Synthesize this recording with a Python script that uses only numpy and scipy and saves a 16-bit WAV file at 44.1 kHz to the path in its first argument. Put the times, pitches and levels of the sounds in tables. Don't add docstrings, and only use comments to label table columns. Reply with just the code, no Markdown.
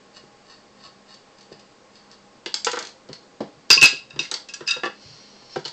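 import sys
import numpy as np
from scipy import signal
from scipy.fft import rfft, irfft
from scipy.io import wavfile

SR = 44100
rng = np.random.default_rng(int(sys.argv[2]) if len(sys.argv) > 2 else 0)


def file_out(sig):
    cols = np.atleast_2d(sig).T
    lim = np.clip(cols, -1, 1)
    pcm = np.round(lim * 32767).astype(np.int16)
    wavfile.write(sys.argv[1], SR, pcm)


def undo_db(level):
    steps = np.asarray(level, float) / 20
    return 10 ** steps


N = 252252


def rms_one(x):
    return x / np.sqrt(np.mean(x ** 2) + 1e-20)


def in_time(rows, outside=-120):
    s, *columns = np.transpose(rows)
    return [np.interp(np.arange(N) / SR, s, c, left=outside, right=outside) for c in columns]


def at_hz(points, hz, column=1):
    points = np.array(points)
    return np.interp(np.log(hz), np.log(points[:, 0]), points[:, column])


def high_pass(x, hz):
    return signal.sosfilt(signal.butter(4, hz, "high", fs=SR, output="sos"), x)


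def add(out, s, piece):
    at = round(s * SR)
    out[at:at + len(piece)] += piece[:N - at]


def ring(drive, hz, t60_s):
    r = undo_db(-60 / (max(t60_s, 0.003) * SR))
    w = 2 * np.pi * hz / SR
    return signal.lfilter([0, np.sin(w)], [1, -2 * r * np.cos(w), r * r], drive + 1e-18)


def resonances(drive, peaks):
    out = 0
    for hz, width_hz, db in peaks:
        t60_s = np.log(1000) / np.pi / width_hz
        out = out + undo_db(db) * rms_one(ring(drive, hz, t60_s))
    return out


def grit(per_s, spread_db):
    sizes = undo_db(spread_db * np.minimum(rng.exponential(1, N), 4)) * rng.choice([-1, 1], N)
    return sizes * (rng.random(N) < per_s / SR)


def contact(length_ms, draw, first_db):
    t = np.arange(len(draw)) / SR
    burst = draw * np.abs(draw) * np.exp(-1000 * t / max(length_ms, 0.1))
    burst[0] = 4 * undo_db(first_db)
    return burst / np.sqrt(np.sum(burst ** 2))


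def strike(touch, hz, t60_s):
    turning = np.exp(-2j * np.pi * hz * np.arange(1500) / SR)
    uptake = np.abs(np.sum(touch[:1500] * turning))
    return ring(touch, hz, t60_s) / np.sqrt(0.1 + 0.9 * uptake ** 2)


def swell(count, hz, t60_s, rise_ms, phase):
    t = np.arange(count) / SR
    rise = 1 - np.exp(-1000 * t / max(rise_ms, 0.1))
    return np.sin(2 * np.pi * hz * t + phase) * undo_db(-60 * t / t60_s) * rise


def cracks(rows):
    out = np.zeros(N)
    for s, db, hz, octaves, chatter_ms, first_db in rows:
        half = 2 ** (np.clip(octaves, 0.2, 3) / 2)
        edges_hz = [hz / half, min(hz * half, 0.45 * SR)]
        band = signal.butter(1, edges_hz, "band", fs=SR, output="sos")
        crack = signal.sosfilt(band, contact(chatter_ms, rng.standard_normal(4000), first_db))
        add(out, s, undo_db(db) * crack / np.abs(crack).max())
    return high_pass(out, 600)


def lone_rings(rows):
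    out = np.zeros(N)
    for s, db, hz, t60_s in rows:
        rise_ms = min(1700 / hz, 5)
        add(out, s, undo_db(db) * swell(SR // 4, hz, max(t60_s, 0.01), rise_ms, 0))
    return out


# frequency in Hz, density in dB per Hz.
HISS = [(30, -60), (45, -40), (58, -20), (85, -39.5), (125, 0.5), (165, -17.5), (210, -2), (300, -3),
        (500, -2.5), (800, -7.5), (1200, -9.5), (2000, -12.5), (3000, -15.5), (4500, -19), (8500, -19.5)]
# frequency in Hz, width in Hz, rms in dB.
FAN_BANDS = [(202.5, 6.2, -61), (264, 5.2, -69.5), (477, 20, -64.5), (527, 3.8, -68), (615, 4.2, -67.5),
             (817, 10, -63), (1077, 33, -63.5)]


def room_noise():
    hz = np.maximum(np.fft.rfftfreq(N, 1 / SR), 1)
    hiss = rms_one(irfft(rfft(rng.standard_normal(N)) * undo_db(at_hz(HISS, hz)), N))
    return undo_db(-51.5) * hiss + resonances(rng.standard_normal(N), FAN_BANDS)


# greatest pressure in seconds, rub in dB, rise in s, fall in s.
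TURNS_OF_TOOL = [
    (.17, -45.5, 0.066, 0.054),
    (.51, -50, 0.092, 0.11),
    (0.862, -44, 0.097, 0.037),
    (1.1, -49.5, .045, 0.12),
    (1.41, -64, 0.2, .1),
    (1.528, -50, 0.029, .03),
    (1.6, -60, .03, .05),
    (1.96, -56.5, 0.062, 0.18),
    (2.13, -53.5, 0.043, 0.08),
]


def pressure():
    t = np.arange(N) / SR
    turns, swing_db, grip_end_s = 0, 26.5, 1.9
    for s, db, rise_s, fall_s in TURNS_OF_TOOL:
        away = np.maximum((s - t) / rise_s, (t - s) / fall_s)
        turns = turns + undo_db(db - swing_db * away)
    return turns, t < grip_end_s


# frequency in Hz, width in Hz, level in dB.
RUB_RESONANCES = [(1110, 17, 1.5), (1303, 36, -1), (1832, 126, 2), (2880, 122, 1.5), (3827, 95, -1),
                  (4460, 260, 2.5), (5000, 330, -1.5), (5980, 380, -5.5), (7370, 1200, -3.5)]


def rubbing():
    split_hz, low_share_db, grip_db, grip_low_db = 3300, -2.5, -98, -75
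    turns, held = pressure()
    drive = grit(4900, spread_db=6.5)
    upper = resonances(drive, [p for p in RUB_RESONANCES if p[0] > split_hz])
    upper = upper + 0.86 * rms_one(np.diff(drive, prepend=0))
    lower = resonances(drive, [p for p in RUB_RESONANCES if p[0] < split_hz])
    upper_gain = turns + held * undo_db(grip_db)
    lower_gain = undo_db(low_share_db) * turns + held * undo_db(grip_low_db)
    return upper_gain * rms_one(upper) + lower_gain * rms_one(lower)


# start in seconds, peak in dB, boom in dB, knock in dB.
HAND_LANDINGS = [(0.236, -38.5, -14, -18), (.927, -44, -20.5, -19), (1.517, -29.5, -19, -39.5),
                 (1.6, -54, -15, -11), (2.541, -45, -19.5, 19.5), (3.087, -29, -23, -14),
                 (3.096, -26, -13, -10), (3.127, -38.5, -16, 0), (3.405, -12, -24, -32),
                 (3.413, -24, -18, -17), (3.7027, -17, -20, 4), (3.768, -21, -17, -8),
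                 (3.818, -19, -9, -23.5), (3.835, -16, -20, 0.5), (3.926, -30, -17, -17.5),
                 (4.161, -32, -6, -1.5), (4.192, -28.5, -12, 1), (4.607, -25, -21, -6),
                 (4.764, -26, -22, 1), (5.358, -41, -22, -3), (5.422, -38.5, -27, 0),
                 (5.559, -20, -16, -3.5), (5.565, -21, -23, -33), (5.657, -36.5, -9.5, 14.5)]
# start in seconds, peak in dB, knock in dB, length in ms.
HARD_KNOCKS = [(2.1, -55, 10, 15), (2.46, -27, 0.5, 12), (2.6691, -21, 7.5, 3), (2.733, -27, 6, 10.4),
               (2.771, -29, 10.5, 6.1), (2.801, -27.5, 3.5, 39), (4.316, -29, 4.5, 11.5),
               (4.345, -36.5, 6.5, 8.2), (4.834, -19.5, -4.5, 7.6), (4.845, -32.5, 4, 5.7),
               (4.857, -27, 2, 8), (4.875, -27.5, -3, 3.8)]
# start in seconds, peak in dB.
ARM_LEANS = [
    (3.2, -72),
    (3.562, -57),
    (4.132, -48.5),
    (5.056, -55),
    (5.097, -56.5),
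    (5.129, -57),
]


def blows():
    landings = [row + (10.5,) for row in HAND_LANDINGS]
    leans = [row + (6.6, -1.5, 14) for row in ARM_LEANS]
    knocks = [(s, db, -30.5, knock_db, ms) for s, db, knock_db, ms in HARD_KNOCKS]
    return sorted(landings + leans + knocks)


# frequency in Hz, level in dB, t60 in s.
DESK_MODES = [(255, -10, 0.0043), (318, -27, 0.01), (376, 11, 0.021), (455.4, 7.5, 0.028),
              (505, 0.5, 0.065), (660, 0.5, 0.024), (724, -9.5, 0.026), (867, -25.5, 0.025), (940, 8, 0.02),
              (1240, -14, 0.046), (1300, -4, 0.019), (1511, 15, 0.0046), (1724, -11, 0.12),
              (1870, -1.5, 0.016), (2340, -14.5, 0.0099), (2797, 6, 0.011), (3170, -24, 0.0056)]
# frequency in Hz, level in dB, t60 in s.
LEG_MODES = [(55, -3, 0.094), (114, -31, 0.18), (153.3, 16.5, 0.14), (175, -6, 0.045)]


def thuds():
    plate, push, rows = np.zeros(N), np.zeros(N), blows()
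    draws = rng.standard_normal((len(rows), 8000))
    shares_db = rng.normal(0, 2, (len(rows), len(DESK_MODES)))
    for (s, db, boom_db, knock_db, length_ms), draw, blow_shares_db in zip(rows, draws, shares_db):
        touch = contact(length_ms, draw, first_db=4)
        bass_db = -0.28 * np.clip(knock_db + 0.5, 0, 14)
        groups = [(390, bass_db), (455, 0.015), (650, 0.015), (850, knock_db - 0.5)]
        piece = 0
        for (hz, mode_db, t60_s), share_db in zip(DESK_MODES, blow_shares_db):
            level_db = mode_db + share_db + at_hz(groups, hz)
            piece = piece + undo_db(level_db) * strike(touch, hz, t60_s)
        cut_hz = 149 + 11.1 * np.clip(knock_db + 10.5, 0, 14)
        add(plate, s, undo_db(db - 13.5) * high_pass(piece, cut_hz))
        add(push, s, undo_db(db + boom_db - 12.5) * np.hanning(260) / 130)
    boom = sum(undo_db(db) * ring(push, hz, t60_s) for hz, db, t60_s in LEG_MODES)
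    return high_pass(plate, 185) + high_pass(boom, 58)


# start in seconds, peak in dB.
TOOL_SLIPS = [
    (1.141, -36.5),
    (1.1504, -53),
    (1.384, -42),
    (1.4087, -36.5),
    (1.428, -42),
    (1.5254, -55.5),
    (1.5946, -39),
    (1.955, -40),
    (2.114, -34),
]
# centre in Hz, width in octaves, chatter in ms, first touch in dB.
SLIP_TOUCH = (4450, 1.3, 6.5, -5)


def slips():
    return [row + SLIP_TOUCH for row in TOOL_SLIPS]


# start in seconds, peak in dB.
FRAME_BRUSHES = [
    (1.385, -61),
    (1.5263, -53),
    (1.6, -65),
]
# low, middle and high in dB.
BRUSH_MODES = (-27, -12, 11)
# start in seconds, peak, low, middle and high modes in dB.
FRAME_CRASH = [(3.7032, -13, -6, 7, 9.5), (3.713, -7.5, -14.5, -13.5, 9.5),
               (3.7295, -26.5, -24, -13.5, 26.5), (3.742, -41, -6, -6, 10), (3.775, -8, -25, -22, -11),
               (3.817, 0, -15, -12, -24), (3.826, -3, -39, -17, -28), (3.841, 0.5, -24, -30, -31),
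               (3.8564, -20, -41, 15, 13), (3.885, -47, -9, -6, -19), (3.97, -24, -23, -9.5, -7)]
# start in seconds, peak, low, middle and high modes in dB.
FRAME_RATTLES = [(4.1067, -34, -5.5, 1, -6.5), (4.1604, -39, -5.5, 2, -0.5), (4.1919, -20, -9.5, 5, 2.5),
                 (4.489, -34, -4.5, 0, -19), (4.4936, -30.5, -33.5, -29, -7.5), (4.539, -29, -10, -27, -16),
                 (4.665, -32.5, -42, -16, -6), (4.677, -17, -11, -18, -8), (4.6846, -15, -14, -5, -16),
                 (4.6935, -20, -4.5, 5, -8), (4.706, -26, -20, 11.5, 7.5), (4.7119, -23.5, -23, -5, -19),
                 (4.721, -31, 8, -15, -17.5), (4.7384, -44, 15, -7, -9), (4.8354, -26, -5, -16, -35.5),
                 (4.856, -29, -11, -16, -1.5)]


def strikes():
    brushes = [row + BRUSH_MODES + (1.5,) for row in FRAME_BRUSHES]
    crash = [row + (4.6,) for row in FRAME_CRASH]
    rattles = [row + (1.5,) for row in FRAME_RATTLES]
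    return brushes + crash + rattles


# frequency in Hz, level in dB, t60 in s.
FRAME_MODES = [(1093, -7, .1), (1378, -6, .22), (1644, 0, .22), (1755, -4, .08), (2100, -12, .03),
               (2520, -12, .05), (2597, 0, .13), (2700, -7, .06), (2767, -1, .09), (2850, -10, .05),
               (3080, -12, .05), (3300, -10, .03), (3720, -5, .07), (3795, 0, .09), (4121, -7, .07),
               (4285, -9, .05), (4450, -10, .04), (4708, -6, .06), (4806, -3, .07), (4889, -1, .065),
               (5050, -8, .05), (5170, -5, .06), (5750, -9, .04), (6070, -10, .04), (6400, -14, .02),
               (6750, -13, .03), (7300, -16, .02), (7820, -15, .03), (8100, -15, .03)]


def clanks():
    out, rows = np.zeros(N), strikes()
    ring_db, skirt_db, held_from_s = 2, -7, 3.6
    draws = rng.standard_normal((len(rows), 12000))
    grips = rng.standard_normal((len(rows), len(FRAME_MODES), 2))
    for (s, db, low_db, mid_db, high_db, chatter_ms), draw, grip in zip(rows, draws, grips):
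        touch = contact(chatter_ms, draw, first_db=6)
        groups = [(1900, low_db), (2150, low_db),
                  (2530, skirt_db), (2580, ring_db), (2790, ring_db), (2840, skirt_db), (3320, skirt_db),
                  (3600, mid_db), (4000, mid_db),
                  (4100, high_db - 6.5), (5300, high_db - 1), (5700, high_db + 3)]
        damping = 0.56 if s > held_from_s else 0.95
        modes = 0
        for (hz, mode_db, t60_s), (share_db, shift) in zip(FRAME_MODES, grip):
            mode = swell(len(touch), hz * (1 + 0.0032 * shift), damping * t60_s,
                         0.061 * chatter_ms, 2 * np.pi * share_db)
            modes = modes + undo_db(mode_db + share_db + at_hz(groups, hz)) * mode
        click = undo_db(high_db - 11) * np.diff(touch, prepend=0)
        add(out, s, undo_db(db - 7) * (modes + click))
    return high_pass(out, 920)


# start in seconds, peak in dB, centre in Hz, width in octaves.
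HARD_TICKS = [(2.4602, -17, 3240, 0.62), (2.4714, -34, 2940, 0.53), (2.6685, -28, 4600, 1.1),
              (3.0894, -34.5, 4190, 0.59), (3.13, -25.5, 4460, .58), (3.227, -48, 4570, .96),
              (3.8137, -7, 4800, 1.2), (4.191, -16, 4400, 0.37), (4.3137, -12.5, 4500, 1.1),
              (4.3395, -14.5, 4460, 1), (4.6065, -38, 3800, 1.1), (4.7104, -12, 3870, 1),
              (4.8373, -36, 3800, 0.76), (4.854, -34, 4130, 0.84), (5.5617, -34, 4300, 0.83),
              (5.6442, -30, 3480, .8), (5.6794, -22, 4350, 1.05)]
# chatter in ms, first touch in dB.
TICK_TOUCH = (4.6, 1)


def hard_ticks():
    return [row + TICK_TOUCH for row in HARD_TICKS]


# start in seconds, peak in dB, frequency in Hz, t60 in s.
LONE_DESK_MODES = [(2.4605, -30, 1700, 0.07), (2.4605, -26, 2076, .05), (2.4605, -31, 480, 0.066),
                   (2.822, -31, 400, .05), (3.4076, -21, 380, .07), (4.8355, -28, 500, 0.045),
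                   (4.866, -23, 506, 0.042), (5.56, -17.5, 362, 0.07), (5.5605, -20, 506, .07),
                   (5.568, -21, 400, .05), (5.65, -33, 1500, .04), (3.091, -31.5, 259, 0.075),
                   (4.765, -24, 504, .06), (5.055, -41, 100, 0.25), (5.095, -46, 118, 0.18),
                   (5.56, -17, 769, 0.048), (5.561, -24, 970, 0.041), (5.559, -25.5, 1330, 0.039),
                   (5.56, -24, 1570, .04)]


def desk_rings():
    return lone_rings(LONE_DESK_MODES)


# start in seconds, peak in dB, centre in Hz, width in octaves.
SCREW_FALLS = [
    (2.5418, -3, 5600, 2.04),
    (2.6465, -5, 6100, 1.1),
]
# chatter in ms, first touch in dB.
FALL_TOUCH = (3.14, 5)


def screw_drops():
    return [row + FALL_TOUCH for row in SCREW_FALLS]


# start in seconds, peak in dB, centre in Hz, width in octaves, chatter in ms.
LOOSE_CHATTER = [(2.543, -18, 7000, .6, 8), (2.6688, -13, 1700, 1.2, 8), (2.684, -22, 1600, 1.2, 10),
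                 (2.7715, -21, 1300, 1, 6), (2.7157, -18, 7000, .7, 3), (2.733, -24, 900, 1.3, 12),
                 (2.7892, -21, 7000, .7, 3), (3.694, -34, 4000, 1.5, 12), (3.817, -8, 5500, 1.3, 12),
                 (3.835, -8, 4800, 1.4, 6), (4.194, -26, 2100, .8, 30), (4.342, -28, 2200, .8, 10),
                 (3.856, -9, 4200, 1, 8), (4.198, -25, 4500, 1.3, 25), (4.248, -30, 3200, 1.3, 15),
                 (4.3136, -14, 5000, 1.5, 1.5), (4.324, -26, 5500, 1, 2), (4.687, -26, 6300, .7, 15),
                 (4.72, -27, 6500, .7, 20), (4.845, -31, 4500, .6, 15), (5.5595, -24, 1500, 1, 6),
                 (5.59, -38, 4500, .8, 30)]


def chatter():
    return [row + (-3,) for row in LOOSE_CHATTER]


# start in seconds, peak in dB, frequency in Hz, t60 in s.
LONE_PART_MODES = [(2.543, -8.5, 4210, 0.011), (2.657, -26, 7540, .03), (3.704, -14.5, 1083, .06),
                   (3.704, -11.5, 4900, 0.06), (3.71, -4.5, 5160, .03), (3.728, -7.5, 4770, 0.035),
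                   (3.705, -1.5, 2643, 0.0416), (3.761, -16, 5180, .03), (3.74, -5.5, 4850, 0.037),
                   (3.7746, -9, 2597, .06), (3.7745, -9.5, 2750, .05), (3.8175, -6.5, 2750, .05),
                   (3.829, -4, 2590, 0.084), (3.858, -19.5, 1642, .15), (3.777, -24, 1086, 0.32),
                   (3.814, -11, 5900, 0.02), (3.8262, -22, 4120, .04), (3.834, 0.5, 2613, 0.12),
                   (3.848, -1.5, 2581, 0.064), (3.8262, -7.5, 2706, 0.066), (3.836, -10.5, 4144, 0.059),
                   (3.858, -23, 3670, 0.11),
                   (4.193, -15, 3760, 0.05), (4.1915, -15.5, 2600, 0.092), (4.1917, -17, 2765, .07),
                   (4.2, -28, 5000, 0.11), (4.192, -26, 5755, 0.066), (4.193, -22, 3900, .02),
                   (4.19, -27.5, 1097, 0.037), (4.236, -29, 5840, .02), (4.252, -30, 2100, .04),
                   (4.3138, -21, 7960, 0.027), (4.3138, -18, 3850, .03), (4.3405, -19.5, 4400, .03),
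                   (4.3138, -27, 6080, 0.0317), (4.341, -27, 6330, .02), (4.487, -46, 4220, 0.0333),
                   (4.494, -41, 5300, 0.071), (4.537, -28.5, 6160, 0.0306), (4.542, -24.5, 5749, 0.032),
                   (4.538, -32, 4970, 0.066), (4.538, -33, 1660, 0.13), (4.537, -32.5, 3100, 0.04),
                   (4.661, -44, 5240, 0.04), (4.71, -29, 1380, .25), (4.738, -27, 3790, .15),
                   (4.692, -18, 2700, .03), (4.669, -29, 5100, .04), (4.676, -22, 4904, 0.074),
                   (4.709, -17, 4859, .04), (4.713, -11.5, 2707, 0.048), (4.708, -15, 3770, 0.058),
                   (4.685, -25, 5750, 0.059), (4.688, -24.5, 6153, .04), (4.707, -23.5, 8000, 0.035),
                   (4.717, -24, 5740, 0.036), (5.56, -35, 3768, 0.047), (5.651, -23.5, 4350, 0.027),
                   (5.653, -26, 2980, 0.056), (5.68, -36, 4350, .04)]


def part_rings():
    return lone_rings(LONE_PART_MODES)


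# start in seconds, peak in dB, upper modes in dB.
SCREWDRIVER_BOUNCES = [
    (2.6641, -34, 0),
    (2.6687, -14, 1),
    (2.682, -24, 0),
    (2.69, -25, -3),
    (2.7324, -22, -4),
    (2.7405, -26, -10),
    (2.7715, -21.5, -0.5),
    (2.781, -29.5, 0),
]
# frequency in Hz, level in dB, t60 in s.
SCREWDRIVER_MODES = [(350, -11, 0.058), (485, -1, 0.081), (853, -4, .05), (963, -0.5, .05),
                     (1205, -9.5, 0.042), (1338, 0.5, .05), (1500, -1.5, 0.042), (1900, -7.5, 0.044),
                     (2120, -10, .03), (2270, -11, .04), (2830, -10, 0.016), (3330, -12, 0.033)]


def tool_bounces():
    out = np.zeros(N)
    for s, db, upper_db in SCREWDRIVER_BOUNCES:
        for hz, mode_db, t60_s in SCREWDRIVER_MODES:
            level_db = db + mode_db + upper_db * (hz > 1100)
            add(out, s, undo_db(level_db) * swell(SR // 6, hz, max(t60_s, 0.01), 0.35, 0))
    return out


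# start in seconds, peak in dB.
SCREW_SKIPS = [
    (2.7156, -13),
    (2.731, -26),
    (2.7591, -22),
    (2.7894, -12.5),
    (2.826, -21),
    (2.851, -21.5),
    (2.8711, -24),
    (2.8911, -31),
]
# centre in Hz, width in octaves, chatter in ms, first touch in dB.
SKIP_TOUCH = (4400, 1.3, 4.2, 6.2)


def screw_skips():
    return [row + SKIP_TOUCH for row in SCREW_SKIPS]


# frequency in Hz, level in dB, t60 in s.
SHANK = (4200, -11.5, 0.015)


def screw_shank():
    hz, shank_db, t60_s = SHANK
    return lone_rings([(s, db + shank_db, hz, t60_s) for s, db in SCREW_SKIPS])


# start in seconds, peak in dB, centre in Hz, width in octaves.
GLANCING_SCUFFS = [
    (3.406, -32, 3800, 0.58),
    (4.101, -40.5, 5100, 1),
    (4.229, -30, 4900, .7),
    (4.4869, -26, 4600, 1.32),
    (4.537, -20, 6500, 1.7),
    (4.675, -16.5, 4960, 1.3),
    (5.6517, -19, 4240, 0.37),
]
# chatter in ms, first touch in dB.
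SCUFF_TOUCH = (10.9, -13.5)


def scuffs():
    return [row + SCUFF_TOUCH for row in GLANCING_SCUFFS]


# start in seconds, peak in dB, centre in Hz, width in octaves.
FRAME_GRINDS = [
    (3.7027, 3, 3900, 1.5),
    (3.8269, 4.5, 4200, 3.1),
]
# chatter in ms, first touch in dB.
GRIND_TOUCH = (18.2, 2.3)


def grinds():
    return [row + GRIND_TOUCH for row in FRAME_GRINDS]


# start in seconds, peak in dB.
PART_ROCKS = [
    (4.8353, -19),
    (4.844, -24.5),
    (4.855, -26),
    (4.861, -21.5),
    (4.87, -27),
    (4.876, -26),
    (4.898, -38),
]
# frequency in Hz, level in dB, t60 in s.
PART_MODES = [(1154, -7.5, 0.079), (1387, -10.5, 0.047), (1756, 0, 0.056), (2615, -7, .05),
              (1920, -17, 0.05), (3410, -9, 0.017), (780, -8, .04), (506, -6, .05)]


def set_down():
    s, db = np.transpose(PART_ROCKS)
    clicks = np.zeros(N)
    clicks[np.round(s * SR).astype(int)] = undo_db(db)
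    return sum(undo_db(mode_db) * ring(clicks, hz, t60_s) for hz, mode_db, t60_s in PART_MODES)


# time in seconds, speed as level in dB.
SLIDE_SPEED = [
    (4.93, -62),
    (4.99, -55),
    (5.01, -48.5),
    (5.07, -47),
    (5.154, -48),
    (5.336, -53),
    (5.476, -52.5),
    (5.542, -45),
    (5.58, -45),
]
# frequency in Hz, width in Hz, level in dB.
SLIDE_RESONANCES = [(4210, 94, -8), (4350, 260, -0.5), (4850, 500, -3), (5500, 400, -1), (3140, 1100, -4)]
# time in seconds, frequency in Hz.
SQUEAK_PITCH = [
    (4.93, 5500),
    (5.1, 5600),
    (5.3, 5700),
    (5.45, 5430),
    (5.5, 5395),
    (5.58, 5370),
]
CATCHES_S = (5.517, 5.542)


def slide():
    t = np.arange(N) / SR
    slide_db, = in_time(SLIDE_SPEED)
    hz, = in_time(SQUEAK_PITCH, outside=5100)
    catch = sum(np.exp(-((t - s) / 0.012) ** 2) for s in CATCHES_S)
    squeak_db = slide_db - 12 + 19 * catch
    wobble = rms_one(ring(rng.standard_normal(N), 25, 0.05))
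    squeak = (0.8 + 0.8 * wobble) * np.sin(2 * np.pi * np.cumsum(hz) / SR)
    scrape = rms_one(resonances(grit(9900, spread_db=0.5), SLIDE_RESONANCES))
    return undo_db(slide_db - 3) * scrape + undo_db(squeak_db) * squeak


# frequency in Hz, t60 in s, level in dB.
ROOM_DECAY = [(152, 0.18, 1.5), (497, 0.26, -6.5), (1200, 0.23, -0.5), (2600, 0.22, -0.5), (3610, 0.3, 0),
              (4800, 0.29, -2.5), (6150, 0.23, -3.5), (8900, 0.3, -7)]


def room():
    t = np.arange(SR // 2) / SR
    tail = 0
    edges_hz = 60 * 2 ** np.arange(0, 7.6, 0.5)
    for low, high in zip(edges_hz, edges_hz[1:]):
        half_octave = signal.butter(2, [low, high], "band", fs=SR, output="sos")
        band = signal.sosfilt(half_octave, rng.standard_normal(len(t)))
        hz = np.sqrt(low * high)
        t60_s = max(at_hz(ROOM_DECAY, hz), 0.05)
        level_db = at_hz(ROOM_DECAY, hz, column=2) - 60 * t / t60_s
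        tail = tail + band * undo_db(level_db) / np.sqrt(t60_s * SR / 14)
    return tail * np.clip(t / 0.0045, 0, 1)


def microphone(x):
    peak_hz, width_hz, peak_db, cut_hz = 4650, 690, 5, 9616
    r, w = np.exp(-np.pi * width_hz / SR), 2 * np.pi * peak_hz / SR
    port = signal.lfilter([(1 - r * r) / 2, 0, (r * r - 1) / 2], [1, -2 * r * np.cos(w), r * r], x)
    edge = signal.cheby2(10, 60, cut_hz, fs=SR, output="sos")
    return signal.sosfilt(edge, 0.8 * x + undo_db(peak_db) * 0.5 * port)


def scene():
    touches = sorted(hard_ticks() + screw_drops() + screw_skips() + scuffs() + grinds())
    hands = rubbing() + slide() + cracks(touches + slips()) + thuds() + clanks()
    lone = desk_rings() + part_rings() + screw_shank()
    lone = lone + high_pass(tool_bounces() + undo_db(2.5) * set_down(), 260)
    walls, noise = room(), room_noise()
    hands = hands + cracks(chatter())
    echoes = signal.fftconvolve(hands + undo_db(-8) * lone, walls)[:N]
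    return microphone(hands + lone + echoes + noise)[None]


def low_pass(x):
    return signal.sosfilt(signal.butter(12, 16650, fs=SR, output="sos"), x)


def record(dry):
    clip, droop_db = 0.7, -6
    clipped = np.clip(dry, -clip, clip)
    spill = signal.sosfiltfilt(signal.butter(4, 9500, "high", fs=SR, output="sos"), clipped)
    band = signal.cheby2(8, 40, 16400, fs=SR, output="sos")
    mix = signal.sosfiltfilt(band, clipped + (undo_db(droop_db) - 1) * spill)
    return low_pass(mix)


dry = scene()
out = record(dry)
file_out(out)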